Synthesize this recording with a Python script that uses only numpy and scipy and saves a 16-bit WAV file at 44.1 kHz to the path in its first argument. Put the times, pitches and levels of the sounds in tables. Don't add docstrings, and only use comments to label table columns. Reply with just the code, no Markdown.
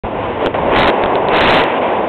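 import sys
import numpy as np
from scipy import signal
from scipy.fft import rfft, irfft
from scipy.io import wavfile
from scipy.ndimage import uniform_filter1d

SR = 44100
rng = np.random.default_rng(int(sys.argv[2]) if len(sys.argv) > 2 else 0)


def amplitude_ratio(level_db):
    exponent = np.asarray(level_db, float) / 20
    return 10 ** exponent


def waveform_to_disk(signal):
    frames = np.transpose(np.atleast_2d(signal))
    scaled = np.clip(frames, -1, 1) * 32767
    samples = np.round(scaled).astype(np.int16)
    wavfile.write(sys.argv[1], SR, samples)


N = 91904

# time_s, level_db, treble_db, bass_db
ROAR_COURSE = [(0.034, -19, -4, 18.5), (0.052, -20.5, 1.5, 29), (.08, -20.5, -2.5, 2),
               (.13, -21.5, 0.5, 11.5), (.26, -18.5, 2, 11), (.39, -19, 0.5, 9.5), (.425, -16, 3.5, 0),
               (.45, -16, 3.5, -6), (0.476, -15.5, -0.5, 6), (0.486, -18, -3, 7), (0.541, -25.5, 4, 26.5),
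               (.543, -11.5, 2.5, 1), (.57, -15.5, -1, 7), (.66, -14, -2, 10.5), (0.709, -13.5, 1, 12.5),
               (0.749, -7.5, 0, -8), (0.818, -7, -2, -0.5), (0.902, -7, -3, -10.5), (0.908, -14, 0, -8.5),
               (1.041, -14, -0.5, -5.5), (1.15, -12.5, -2.5, -3), (1.21, -13.5, -4, -2.5),
               (1.279, -15, -1, 3), (1.32, -11.5, 3.5, -5), (1.362, -8.5, 5.5, -5), (1.5, -6.5, 1.5, -1),
               (1.623, -9.5, 4.5, -2.5), (1.63, -14.5, 5, -7), (1.782, -14.5, 3, -6),
               (1.801, -16.5, -2.5, 0), (1.818, -15, 2, -3), (2.08, -15, -2, -1.5)]
# frequency_hz, density_db_per_hz
ROAR_SPECTRUM = [(15, -57.5), (25, -24.5), (60, -16), (110, -12.5), (145, -13), (230, -5.5), (400, -2.5),
                 (520, 0), (750, -2.5), (1020, -3.5), (1250, -15.5), (1450, -16), (2670, -20),
                 (3500, -28.5), (3900, -35), (5070, -61), (8580, -120)]
# time_s, peak_db
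LONE_PEAKS = [(0.4625, -0.5), (0.471, 0.5), (1.0378, 1), (1.0606, 0), (1.2922, -1.5)]

BASS_HZ, TREBLE_HZ = 140, 1140
SHUDDER_DB, SHUDDER_PER_S = 0.38, 40
FLICKER_DB, FLICKER_PER_S = 0.5, 15
RATTLES_PER_S, RATTLE_SPREAD_DB = 300, 2.5
RATTLE_DB, RATTLE_T60_S = -16.5, 0.03
PEAK_WIDTH_S = 0.00051
THUD_S, THUD_LENGTH_S = 0.455, 0.035
THUD_HZ, THUD_DB = 295, 7
CAMERA_SR, START_S = 8000, 0.0363
FULL_SCALE, CEILING = 0.708, 0.7


def unit(x):
    return x / np.sqrt(np.mean(x ** 2))


def random_levels(rate_per_s):
    hold = int(SR / rate_per_s)
    levels = np.repeat(rng.standard_normal(2000), hold)[:N]
    return unit(uniform_filter1d(uniform_filter1d(levels, hold), hold))


def rattles():
    count = int(RATTLES_PER_S * N / SR)
    when = (rng.random(count) * N).astype(int)
    knocks = np.zeros(N)
    knocks[when] = amplitude_ratio(RATTLE_SPREAD_DB * rng.exponential(size=count))
    age_s = np.arange(4096) / SR
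    tail = rng.standard_normal(4096) * amplitude_ratio(-60 * age_s / RATTLE_T60_S)
    return unit(signal.fftconvolve(knocks, tail)[:N])


def lone_peaks():
    t = np.arange(N) / SR
    total = np.zeros(N)
    for time_s, peak_db in LONE_PEAKS:
        u = ((t - time_s) / PEAK_WIDTH_S) ** 2
        total -= amplitude_ratio(peak_db) * (1 - u) * np.exp(-u / 2)
    return total


def train():
    t = np.arange(N) / SR
    time_s, *courses = np.array(ROAR_COURSE).T
    level_db, treble_db, bass_db = (np.interp(t, time_s, course) for course in courses)
    colour_hz, colour_db = np.array(ROAR_SPECTRUM).T
    hz = np.maximum(np.arange(N // 2 + 1) * SR / N, 1)

    excitation = rng.standard_normal(N) + amplitude_ratio(RATTLE_DB) * rattles()
    colour = amplitude_ratio(np.interp(np.log(hz), np.log(colour_hz), colour_db))
    spectrum = rfft(unit(irfft(rfft(excitation) * colour, N)))

    thud_distance = ((t - THUD_S) / THUD_LENGTH_S) ** 2
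    roar = np.zeros(N)
    for centre_hz in 2 ** np.arange(4, 12.5, 1 / 3):
        share = np.cos(np.pi / 2 * np.clip(3 * np.log2(hz / centre_hz), -1, 1)) ** 2
        band_db = treble_db / (1 + (TREBLE_HZ / centre_hz) ** 8)
        band_db = band_db + bass_db / (1 + (centre_hz / BASS_HZ) ** 4)
        band_db = band_db + THUD_DB * np.exp(-thud_distance - np.log2(centre_hz / THUD_HZ) ** 2)
        band_db = band_db + FLICKER_DB * random_levels(FLICKER_PER_S)
        roar += irfft(spectrum * share, N) * amplitude_ratio(band_db)
    return roar * amplitude_ratio(level_db + SHUDDER_DB * random_levels(SHUDDER_PER_S))


def scene():
    return (train() + lone_peaks())[None]


def log_steps(x):
    magnitude = np.abs(x) / FULL_SCALE * 8158 + 33
    segment = np.floor(np.log2(magnitude)) - 5
    step = np.floor(magnitude / 2 ** (segment + 1))
    decoded = (step + 0.5) * 2 ** (segment % 8 + 1) - 33
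    return np.sign(x) * decoded / 8158 * FULL_SCALE


def top_cut(x):
    return signal.sosfilt(signal.butter(12, 15800, fs=SR, output="sos"), x)


def record(dry):
    up, down = 80, 441
    slow = log_steps(signal.resample_poly(dry, up, down, axis=1))
    slow = slow * (np.arange(slow.shape[1]) >= START_S * CAMERA_SR)
    smooth = signal.firwin(32 * down + 1, 1 / down, window=("kaiser", 9.0))
    fast = signal.resample_poly(slow, down, up, axis=1, window=smooth)[:, :N]
    return top_cut(np.clip(fast, -CEILING, CEILING))


dry = scene()
out = record(dry)
waveform_to_disk(out)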